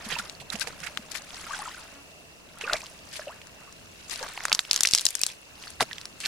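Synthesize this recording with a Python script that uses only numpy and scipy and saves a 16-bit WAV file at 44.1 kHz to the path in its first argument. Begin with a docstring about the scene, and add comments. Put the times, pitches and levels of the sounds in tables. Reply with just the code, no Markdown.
"""Leaves rustle and water sloshes over faint wind, hiss and far insects as bare feet wade a weedy puddle.
Crushed weeds crunch, heels thud into the mud, and trapped air gurgles out as ringing bubbles.
Stems fracture in sharp cracks, loudest where hands tear them up; then a wet clump drops.
About two seconds in, wings buzz faintly for a moment."""
import sys
import numpy as np
from scipy import signal
from scipy.fft import rfft, irfft, next_fast_len
from scipy.io import wavfile
from scipy.ndimage import uniform_filter1d, map_coordinates

SR = 44100
rng = np.random.default_rng(int(sys.argv[2]) if len(sys.argv) > 2 else 0)


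def store_pcm(level_fs):
    """Save levels as 16-bit WAV."""
    pcm = np.round(np.clip(level_fs, -1, 1) * 32767).astype(np.int16)
    wavfile.write(sys.argv[1], SR, np.atleast_2d(pcm).T)


N = 276507

# spectra of far hiss, wind and rubbed leaves: frequency_hz, density_db
HISS_SPECTRUM = [(180, -19), (300, -3), (399, -7), (441, -1), (479, -5.5), (1140, -9), (2090, -14),
                 (2730, 1.5), (3170, -13), (6290, -13), (16300, -24.5)]
WIND_SPECTRUM = [(12, -43), (20, -17), (49, -4.5), (88, -3), (114, -9.5), (161, -3.5), (500, -16),
                 (650, -28), (1100, -120)]
LEAF_SPECTRUM = [(710, -63), (1200, -46.5), (1560, -4.5), (1950, -4), (3080, -4.5), (4410, -2),
                 (10800, -9.5), (16000, -33)]
# left-right likeness of hiss and wind: frequency_hz, correlation (limited to -1..1 in use)
AIR_CORRELATION = [(60, 0.87), (180, 0.44), (550, 0.17), (1650, -1.22), (4970, -0.17), (15000, -0.16)]
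# steady insect bands: pitch_hz, width_hz, first_db, last_db
INSECT_BANDS = [(2686, 130, -64, -68), (622, 197, -57, -67.5)]
# strength of the wind: time_s, level_db
WIND_LEVELS = [(0, -54), (.64, -53.5), (2.01, -57.5), (3.6, -57), (4.2, -57), (4.42, -60.5), (5.46, -61),
               (5.73, -55.5), (6.27, -56.5)]
# movements of a foot or hand: peak_s, rustle_db, slosh_db, swell_s, fade_s (both over 20 dB)
LIMB_MOVES = [(.02, -49.5, -48.5, 1, .3), (0.124, -38, -37, 0.12, 0.19), (.24, -48.5, -48.5, 0.3, .2),
              (.41, -53, -50, 0, 0), (.53, -46, -43, 0.07, .18), (.62, -41, -42, .06, .1),
              (.68, -47, -46, .05, .15), (.86, -44, -45.5, 0.22, 0.12), (.97, -52, -52.5, 0.2, .2),
              (1.16, -46.5, -48, 0.18, 0.23), (1.37, -43, -48.5, 0.14, 0.26), (1.56, -40, -40.5, 0.32, 0.4),
              (1.78, -51, -49.5, 0.1, 0.27), (2.62, -48, -48.5, 0.02, .5), (2.74, -45, -57, .2, .35),
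              (2.739, -43.5, -31, .14, .045), (3.17, -44.5, -51, 0.17, 0.23), (3.31, -60, -52, .4, 0.3),
              (3.62, -63.5, -57, 0.5, .4), (4.05, -51.5, -65, .5, .1), (4.12, -39, -46, 0.06, .5),
              (4.24, -48, -40.5, .15, .25), (4.42, -47, -45.5, 0.28, 0.3), (4.53, -57, -38.5, 0.1, 0.07),
              (4.76, -36.5, -42.5, 0.13, 0.14), (4.86, -35, -51, 0.11, .12), (4.96, -34, -49, 0.1, .15),
              (5.31, -40.5, -56, 0.6, 0.06), (5.66, -44.5, -52, 0.2, .16), (5.815, -41, -29.5, 0.01, .028),
              (5.93, -51, -53, .25, 0.5), (6.27, -32.5, -43, 0.0662, .2)]
# weeds crushed by a foot or the clump: start_s, level_db, squelch_offset_db, pan_db, length_s, squelch_hz
WEED_CRUNCHES = [(0.045, -24.5, -11, -8.5, 0.022, 2700), (0.0974, -29.5, 4, -20, 0.039, 2370),
                 (0.123, -26, 9.5, -16, 0.0083, 3050), (0.144, -38, 7, -12, 0.012, 2520),
                 (0.1844, -15.5, -12, -2, 0.02, 1380), (0.399, -29, -3, -13, 0.017, 2800),
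                 (0.411, -31.5, -4.5, -2, 0.019, 663), (0.521, -20.5, -8, -12.5, 0.024, 1570),
                 (0.55, -23, -8.5, -11, 0.015, 590), (0.6047, -14.5, -27, 12, 0.025, 1520),
                 (0.669, -20, -8, -8, 0.018, 650), (0.829, -31, 2, -21, 0.025, 1710),
                 (0.862, -23.5, -1.5, -14, 0.017, 1800), (1.111, -21, -15, 6.5, 0.018, 2060),
                 (1.142, -21, -15, 12, 0.04, 1620), (2.608, -26.5, 0, 3, 0.02, 2360),
                 (2.7327, -27, -22, -1, 0.01, 670), (2.766, -26, 2, 0.5, 0.0078, 2430),
                 (3.125, -22.5, -18, 3.5, 0.026, 3070), (3.1554, -21, -30, 6, 0.025, 2320),
                 (4.105, -22, -29, 14, 0.039, 1480), (5.798, -23.5, 6, -7, 0.024, 1520),
                 (5.805, -9, -3, 7, 0.013, 960), (5.814, -7.5, -7.5, 0.5, 0.018, 560),
                 (6.201, -23, -12, 1, 0.032, 3280), (6.233, -27, 2, -3, 0.056, 2030)]
# heels sinking into mud: start_s, level_db, pitch_hz
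HEEL_THUDS = [(.063, -35, 218), (.123, -40, 156), (.194, -41, 207), (.403, -47, 140), (.541, -31.5, 208),
              (.815, -42.5, 164), (.991, -41, 223), (4.527, -46, 200), (5.801, -36.5, 128),
              (5.815, -33.5, 253)]
# large air pockets: start_s, level_db, pitch_hz, pan_db, t60_s
AIR_POCKETS = [(.123, -22, 3150, -16, 0.034), (.152, -24, 2620, -13, 0.046), (.164, -19.5, 910, -1, .029),
               (.196, -15.5, 1400, -.5, 0.025), (.501, -17, 3710, -21, 0.013), (.615, -18, 1510, .5, 0.033),
               (1.434, -35, 2240, 3, .04), (1.466, -31.5, 1280, -5, .054), (1.494, -29, 950, 2, .037),
               (1.507, -23, 1166, 6, .054), (1.534, -17.5, 1544, 10, .025), (1.544, -25, 1570, -10, .04),
               (1.591, -28.5, 784, 2, 0.083), (1.619, -22, 1220, 5, 0.033), (1.656, -24.5, 1320, 2, .042),
               (1.675, -24, 960, 4, .041), (1.711, -31, 1920, 0, .032), (1.744, -27, 1590, 3.5, 0.025),
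               (1.776, -32, 1370, 0, .032), (2.636, -26.5, 447, -1, 0.045), (2.639, -21.5, 2400, -5, 0.044),
               (2.648, -29.5, 1180, -2, .071), (2.66, -36, 500, -2, .1), (2.677, -10.5, 1470, -2, .018),
               (2.697, -6, 1456, -4, .016), (2.709, -20, 635, 2, .019), (2.726, -19.5, 618, 2, 0.037),
               (2.739, -15.5, 626, 2.5, 0.044), (2.75, -25.5, 2300, -5, 0.075),
               (3.193, -23.5, 590, 1, 0.038), (3.217, -29.5, 1730, .5, .037), (3.27, -25.5, 572, 1, 0.078),
               (3.279, -30.5, 2720, 0, .04), (3.674, -37, 1074, .5, .04), (4.129, -28, 1900, -3, .035),
               (4.21, -31.5, 505, 0, 0.13), (4.228, -24, 950, 1, .03), (4.231, -24, 1600, 1, 0.038),
               (4.852, -21, 1800, -2, .03), (5.207, -28, 2610, -7, .043), (5.91, -28, 1800, -7, .055)]
# hollows filling with water: start_s, level_db, pitch_hz, pan_db, t60_s
FILLING_HOLLOWS = [(2.83, -34, 903, -4, 0.053), (3.288, -39, 646, 0, .32)]
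# breaking stems and droplet ticks, thick wet stems lowest: start_s, level_db, pitch_hz, pan_db
STEM_SNAPS = [(.1881, -15.5, 3930, -6), (0.2971, -20, 4360, 5), (0.5023, -22.5, 6500, -10),
              (.556, -24.5, 2630, -15), (.597, -19.5, 8400, 14), (0.6732, -21.5, 2200, -10),
              (.8035, -29.5, 6960, -12.5), (0.8715, -22, 2260, -13), (.9737, -14.5, 3200, 8),
              (.9739, -22.5, 1400, 0), (1.1178, -21.5, 6640, 11), (1.1526, -19.5, 2150, 9),
              (1.1572, -23, 2150, 6), (1.306, -28, 3200, 3), (1.3449, -24, 4740, 8.5),
              (1.4136, -29.5, 6000, 10), (2.5861, -30, 9300, 7.5), (2.612, -18, 2540, -4),
              (2.7332, -5, 4130, 2), (2.767, -21.5, 5000, 2), (2.805, -28, 8660, 0), (2.818, -26, 4700, 0),
              (2.86, -30, 3320, -2), (2.8665, -26.5, 4600, 0), (3.1571, -25.5, 2710, -5),
              (3.1951, -27, 1520, -2), (3.4163, -30, 2970, -1), (3.471, -30.5, 6340, 4),
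              (3.726, -30, 6200, 2), (4.0977, -24.5, 6540, 18), (4.11, -20.5, 4220, 9),
              (4.1324, -27, 7450, 11), (4.1392, -24, 4160, 13), (4.159, -24.5, 4860, 17),
              (4.193, -25, 4650, 10), (4.2285, -23.5, 5200, 16), (4.2872, -24, 4600, 4),
              (4.3762, -20.5, 2420, 1), (4.3766, -27, 900, 0), (4.4057, -24.5, 1900, -1),
              (4.437, -21, 6800, 1), (4.4533, -8, 6950, 1), (4.4535, -12.5, 1500, 0.5),
              (4.4829, -20, 4520, 0), (4.483, -27, 1300, 0), (4.4975, -22, 5300, 11),
              (4.518, -9.5, 2550, -2.5), (4.5182, -13, 1310, 0), (4.5282, 1.5, 4560, 1.5),
              (4.549, -5, 5800, 2.5), (4.592, -4, 3770, -.5), (4.5921, -19, 1430, -1.5),
              (4.651, -24.5, 3230, 0), (4.7119, 0, 4720, 3.5), (4.7315, -5, 6200, 5.5),
              (4.7432, -10, 5760, 0), (4.7514, -20, 4180, 2), (4.7615, -3, 6100, 3),
              (4.7765, -13.5, 4960, 4), (4.79, -22, 4350, 0), (4.8076, -1.5, 6640, 1.5),
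              (4.834, 0, 6900, 11.5), (4.8513, -7, 2390, -1), (4.8558, -5, 5800, 1),
              (4.8727, -2.5, 5540, 2), (4.8878, -11.5, 5000, -1), (4.9111, -12, 6330, 9.5),
              (4.9203, -16, 6930, 0), (4.9357, 2, 5100, 1.5), (4.9453, -21, 2630, -6), (4.9495, 3, 6130, 2),
              (4.9541, -12, 5940, 2), (4.9602, -13, 5810, 2), (4.9777, -8, 5000, 2), (4.9848, -7, 4900, 5),
              (4.9951, -13.5, 4160, 1), (5.0106, -15.5, 9220, 10), (5.0157, -17, 5730, 3),
              (5.054, 0, 7750, 9), (5.0655, -1, 5300, 4), (5.0882, -12, 6430, -3), (5.106, -15.5, 10300, 9),
              (5.1529, -6.5, 7100, 9.5), (5.1933, -21, 7240, 9.5), (5.2155, -6.5, 8700, 7),
              (5.2347, -1, 5540, 2.5), (5.2653, -5.5, 7550, 3), (5.638, -29, 2600, 0),
              (5.672, -33, 1400, 0), (5.704, -25.5, 8100, 8.5), (5.807, -8, 3700, -1),
              (5.8072, -12.5, 980, 0), (5.827, -15.5, 2450, -5.5), (5.9122, -24.5, 2350, -4.5),
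              (5.9311, -19.5, 3800, 1.5), (5.9826, -22, 3160, -4), (6.0137, -23.5, 4530, 1),
              (6.0551, -18, 4960, 1.5), (6.2034, -18.5, 7600, 2), (6.25, -21, 2290, -5),
              (6.2535, -15.5, 4690, 1), (6.2593, -10, 4000, -2)]

HISS_DB = -52
IDLE_RUSTLE_DB, IDLE_SLOSH_DB = -60, -60.5  # standing limbs still shift a little
SHAKE_OFFSET_DB, SHAKE_T60_S, SHAKE_HIGHPASS_HZ = -36.5, .2, 3770  # dry leaves shaken by a snap
POCKET_RISE_HZ_PER_S, HOLLOW_RISE_HZ_PER_S = 2750, 24000
KNOCK_DB, KNOCK_DB_PER_SNAP_DB = -25, .55  # the dull knock under a snap
BAND_LIMIT_HZ = 16200


def amp(db):
    """Amplitude ratio of a level: tenfold for each 20 dB."""
    return 10 ** (np.asarray(db) / 20)


def unit(x):
    """Normalisation to rms 1."""
    return x / np.sqrt(np.mean(x ** 2) + 1e-20)


def along(points, hz):
    """Interpolation of (Hz, value) points on a logarithmic frequency axis."""
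    frequencies, values = np.transpose(points)
    return np.interp(np.log(hz + 1), np.log(frequencies + 1), values)


def curves(rows):
    """Linear interpolation, sample by sample, of each column after the time."""
    times, *columns = np.transpose(rows)
    return [np.interp(np.arange(N) / SR, times, column) for column in columns]


def wobble(rate_hz):
    """Slow random modulation: a spline through Gaussian knots."""
    knots = rng.standard_normal(int(N * rate_hz / SR) + 4)
    return map_coordinates(knots, [np.arange(N) * rate_hz / SR])


def filtered(x, response):
    """Linear filtering: the spectrum is multiplied by a frequency response."""
    size = next_fast_len(x.shape[-1] + 8192)
    return irfft(rfft(x, size) * response(np.fft.rfftfreq(size, 1 / SR)), size)[..., :x.shape[-1]]


def band(hz, centre_hz, octaves):
    """Band-pass response, falling to half amplitude at the given octaves either side."""
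    return 1 / (1 + (np.log2(hz / centre_hz + 1e-6) / octaves) ** 4)


def stereo_noise(response, correlation):
    """Coloured noise of rms 1; the balance of mid and side sets its left-right correlation."""
    angle = lambda hz: np.arccos(np.clip(along(correlation, hz), -1, 1)) / 2
    white = rng.standard_normal((2, N))
    mid, side = filtered(white, lambda hz: response(hz) * [np.cos(angle(hz)), np.sin(angle(hz))])
    return unit(np.array([mid + side, mid - side]))


def patchy(x, depth_db, bins):
    """Random amplitude modulation in small patches of time and frequency, at rms 1."""
    spectra = signal.stft(x, nperseg=128)[2]
    spots = uniform_filter1d(rng.standard_normal(spectra.shape[-2:]), bins, axis=0)
    spots = uniform_filter1d(spots, 3, axis=1)
    return unit(signal.istft(spectra * amp(depth_db * unit(spots)), nperseg=128)[1][..., :x.shape[-1]])


def grains(count, hz, octaves, decay_cycles, spread_db, pan_db, samples):
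    """Superposition of damped, slightly rising sines at random times and sides, at rms 1."""
    onset, strength = rng.random((count, 2)).T[..., None]
    detune, side = rng.standard_normal((count, 2)).T[..., None]
    pitch_hz = np.clip(hz * 2 ** (octaves * detune), 300, SR / 3)
    cycles = pitch_hz * np.arange(samples) / SR
    age = cycles / decay_cycles
    waves = np.sin(2 * np.pi * cycles * (1 + .025 * age)) * np.exp(-age)
    waves *= amp(-spread_db * np.log(strength))
    at = ((onset * N).astype(int) + np.arange(samples)).ravel()
    channels = [np.bincount(at, (waves * amp(half * pan_db * side)).ravel(), N) for half in (.5, -.5)]
    return unit(np.array([channel[:N] for channel in channels]))


def add(out, start_s, sound, pan_db):
    """Mix a sound in, placed by level difference: pan_db is left minus right."""
    part = out[:, round(start_s * SR):][:, :np.shape(sound)[-1]]
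    part += (sound * amp([[pan_db / 2], [-pan_db / 2]]))[:, :part.shape[1]]


def open_air():
    """Slowly modulated noise: broadband for far hiss, narrowband for insects, low for wind."""
    level = amp(HISS_DB + .64 * wobble(3.84))
    hiss = level * stereo_noise(lambda f: amp(along(HISS_SPECTRUM, f)), AIR_CORRELATION)
    insects = np.zeros((2, N))
    for hz, width_hz, first_db, last_db in INSECT_BANDS:
        level = amp(np.linspace(first_db, last_db, N) + 2.5 * wobble(8))
        insects += level * stereo_noise(lambda f: 1 / (1 + ((f - hz) / width_hz * 2) ** 2), [(hz, .7)])
    gusts = amp(curves(WIND_LEVELS)[0] + .69 * wobble(7.3))
    wind = gusts * stereo_noise(lambda f: amp(along(WIND_SPECTRUM, f)), AIR_CORRELATION)
    return hiss + insects + wind


def stirring_gains():
    """Incoherent sources add in power, giving the envelopes of rustle, slosh and shaken leaves."""
    t = np.arange(0, N / SR + .002, .002)
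    power = amp([[IDLE_RUSTLE_DB], [IDLE_SLOSH_DB]]) ** 2 * np.ones(len(t))
    for peak_s, rustle_db, slosh_db, swell_s, fade_s in LIMB_MOVES:
        drop_db = 20 * np.maximum((peak_s - t) / swell_s, (t - peak_s) / fade_s)
        power += amp([[rustle_db], [slosh_db]] - drop_db) ** 2
    shake_power = np.zeros(len(t))
    for start_s, level_db, _, _ in STEM_SNAPS:
        drop_db = 60 * abs(t - start_s) / SHAKE_T60_S
        shake_power += (t > start_s) * amp(level_db + SHAKE_OFFSET_DB - drop_db) ** 2
    return curves(np.transpose([t, *np.sqrt(power), np.sqrt(shake_power)]))


def stirring():
    """Friction, impact and resonance: limbs brush leaves, shed droplets and churn up small bubbles."""
    rustle, slosh, shake = stirring_gains()
    droplets = grains(3000, hz=5200, octaves=.55, decay_cycles=8, spread_db=2.5, pan_db=6, samples=320)
    friction = stereo_noise(lambda f: amp(along(LEAF_SPECTRUM, f)), [(2000, .12), (12000, .034)])
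    friction = patchy(friction, depth_db=5.5, bins=10)
    bubbles = grains(7000, hz=1700, octaves=.6, decay_cycles=3.5, spread_db=1.8, pan_db=7, samples=500)
    leaves = unit(.68 * droplets + friction)
    other_leaves = np.roll(leaves, SR, axis=1)  # a 1 s shift decorrelates them
    dry_leaves = unit(filtered(other_leaves, lambda f: 1 / (1 + (SHAKE_HIGHPASS_HZ / (f + 1)) ** 4)))
    return rustle * leaves + slosh * bubbles + shake * dry_leaves


def weed_crunches():
    """Dense tiny fractures merge into a burst of noise, joined by a band of wet squelch."""
    out, t = np.zeros((2, N)), np.arange(SR // 8) / SR
    for start_s, level_db, squelch_offset_db, pan_db, length_s, squelch_hz in WEED_CRUNCHES:
        swell = (1 - np.exp(-t / .0036)) * np.exp(-(t / length_s) ** 3)
        mid, side, wet = rng.standard_normal((3, len(t)))
        noise = np.array([mid + .9 * side, mid - .9 * side])
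        grit = patchy(filtered(noise, lambda f: amp(along(LEAF_SPECTRUM, f))), depth_db=3.5, bins=8)
        squelch = patchy(filtered(wet, lambda f: band(f, squelch_hz, octaves=.6)), depth_db=3, bins=1)
        add(out, start_s, amp(level_db - 15.5) * swell * grit, pan_db)
        add(out, start_s, amp(level_db + squelch_offset_db - 10) * swell * squelch, .55 * pan_db)
    return out


def heel_thuds():
    """Heavy damping: a heel's soft push into mud dies within a few low cycles."""
    out, t = np.zeros((2, N)), np.arange(SR // 10) / SR
    for start_s, level_db, pitch_hz in HEEL_THUDS:
        age = t * pitch_hz / 1.16  # the envelope peaks at age 1
        add(out, start_s, amp(level_db) * age * np.exp(1 - age) * np.sin(2 * np.pi * pitch_hz * t), 0)
    return out


def gurgles():
    """Resonance of trapped air: the pitch climbs as a bubble nears the surface or a hollow fills."""
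    out, t = np.zeros((2, N)), np.arange(SR // 17) / SR
    window = (1 - np.exp(-t / .0024)) * np.clip((t[-1] - t) / .015, 0, 1)
    for rows, rise in ((AIR_POCKETS, POCKET_RISE_HZ_PER_S), (FILLING_HOLLOWS, HOLLOW_RISE_HZ_PER_S)):
        for start_s, level_db, pitch_hz, pan_db, t60_s in rows:
            waver = np.interp(t, np.linspace(0, t[-1], 24), rng.standard_normal(24))
            phase = 2 * np.pi * np.cumsum(pitch_hz * (1 + .075 * waver) + rise * t) / SR
            add(out, start_s, amp(level_db - 60 * t / t60_s) * window * np.sin(phase), pan_db)
    return out


def stem_snaps():
    """Fracture radiates a brief pulse over a dull knock; nearby weeds scatter it for a few ms."""
    out, t = np.zeros((2, N)), np.arange(SR // 25) / SR
    scatter_decay = amp(-11 - 60 * t / .009) + amp(-26 - 60 * t / .035)
    scatter_envelope = np.clip((t - .0003) / .0004, 0, 1) * scatter_decay
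    knock = np.sin(2 * np.pi * 1500 * t) * np.exp(-t / .00073) * (1 - np.exp(-t / .00029))
    for start_s, level_db, pitch_hz, pan_db in STEM_SNAPS:
        lead_s = 1.2e-5 * pan_db * np.array([[.5], [-.5]])  # the louder side hears it first
        age_s = np.maximum(t - .0002 + lead_s, 0)
        cycles = pitch_hz * age_s
        envelope = np.exp(-(cycles / 1.49) ** 1.4) * (1 - np.exp(-cycles / .52))
        crack = envelope * np.sin(2 * np.pi * cycles)
        crack += .094 * np.sin(2 * np.pi * 12500 * age_s) * np.exp(-age_s / .00018)  # fibres part
        knock_db = KNOCK_DB + KNOCK_DB_PER_SNAP_DB * level_db + rng.normal(0, 4)
        colour = lambda f: band(f, pitch_hz, octaves=1.19) / (1 + (f / 10500) ** 6)
        mid, side = unit(filtered(rng.standard_normal((2, len(t))), colour))
        scatter = scatter_envelope * np.array([mid + .5 * side, mid - .5 * side])
        add(out, start_s - .0003, amp(level_db) * (1.74 * crack + scatter), pan_db)
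        add(out, start_s, amp(knock_db) * knock, 0)
    return out


def wing_buzz(centre_s=1.98, half_length_s=.045, pitch_hz=281, level_db=-55):
    """Periodic wing beats, perhaps a fly's, give a harmonic series that swells and fades."""
    t = np.arange(N) / SR - centre_s
    harmonics = sum(np.sin(2 * np.pi * k * pitch_hz * t) * amp(-7 * (k > 1)) for k in range(1, 9))
    return amp(level_db) * np.exp(-(t / half_length_s) ** 2) * harmonics


def overload_thump(start_s=4.9356, gain_db=-20):
    """A short, one-sided low thump where one of the loudest cracks overloads and clips."""
    out, t = np.zeros((2, N)), np.arange(SR // 25) / SR
    pulse = np.exp(-t / .00061) * (1 - np.exp(-t / .00017))
    add(out, start_s, amp(gain_db) * pulse, 0)
    return out


def scene():
    """Superposition: all the sounds add linearly."""
    transients = stem_snaps() + overload_thump() + weed_crunches() + gurgles() + heel_thuds()
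    return transients + stirring() + wing_buzz() + open_air()


def record(dry):
    """Clipping flattens the loudest cracks; a low-pass removes all above the band limit."""
    return filtered(np.clip(dry, -.95, .95), lambda hz: hz < BAND_LIMIT_HZ)


dry = scene()
out = record(dry)
store_pcm(out)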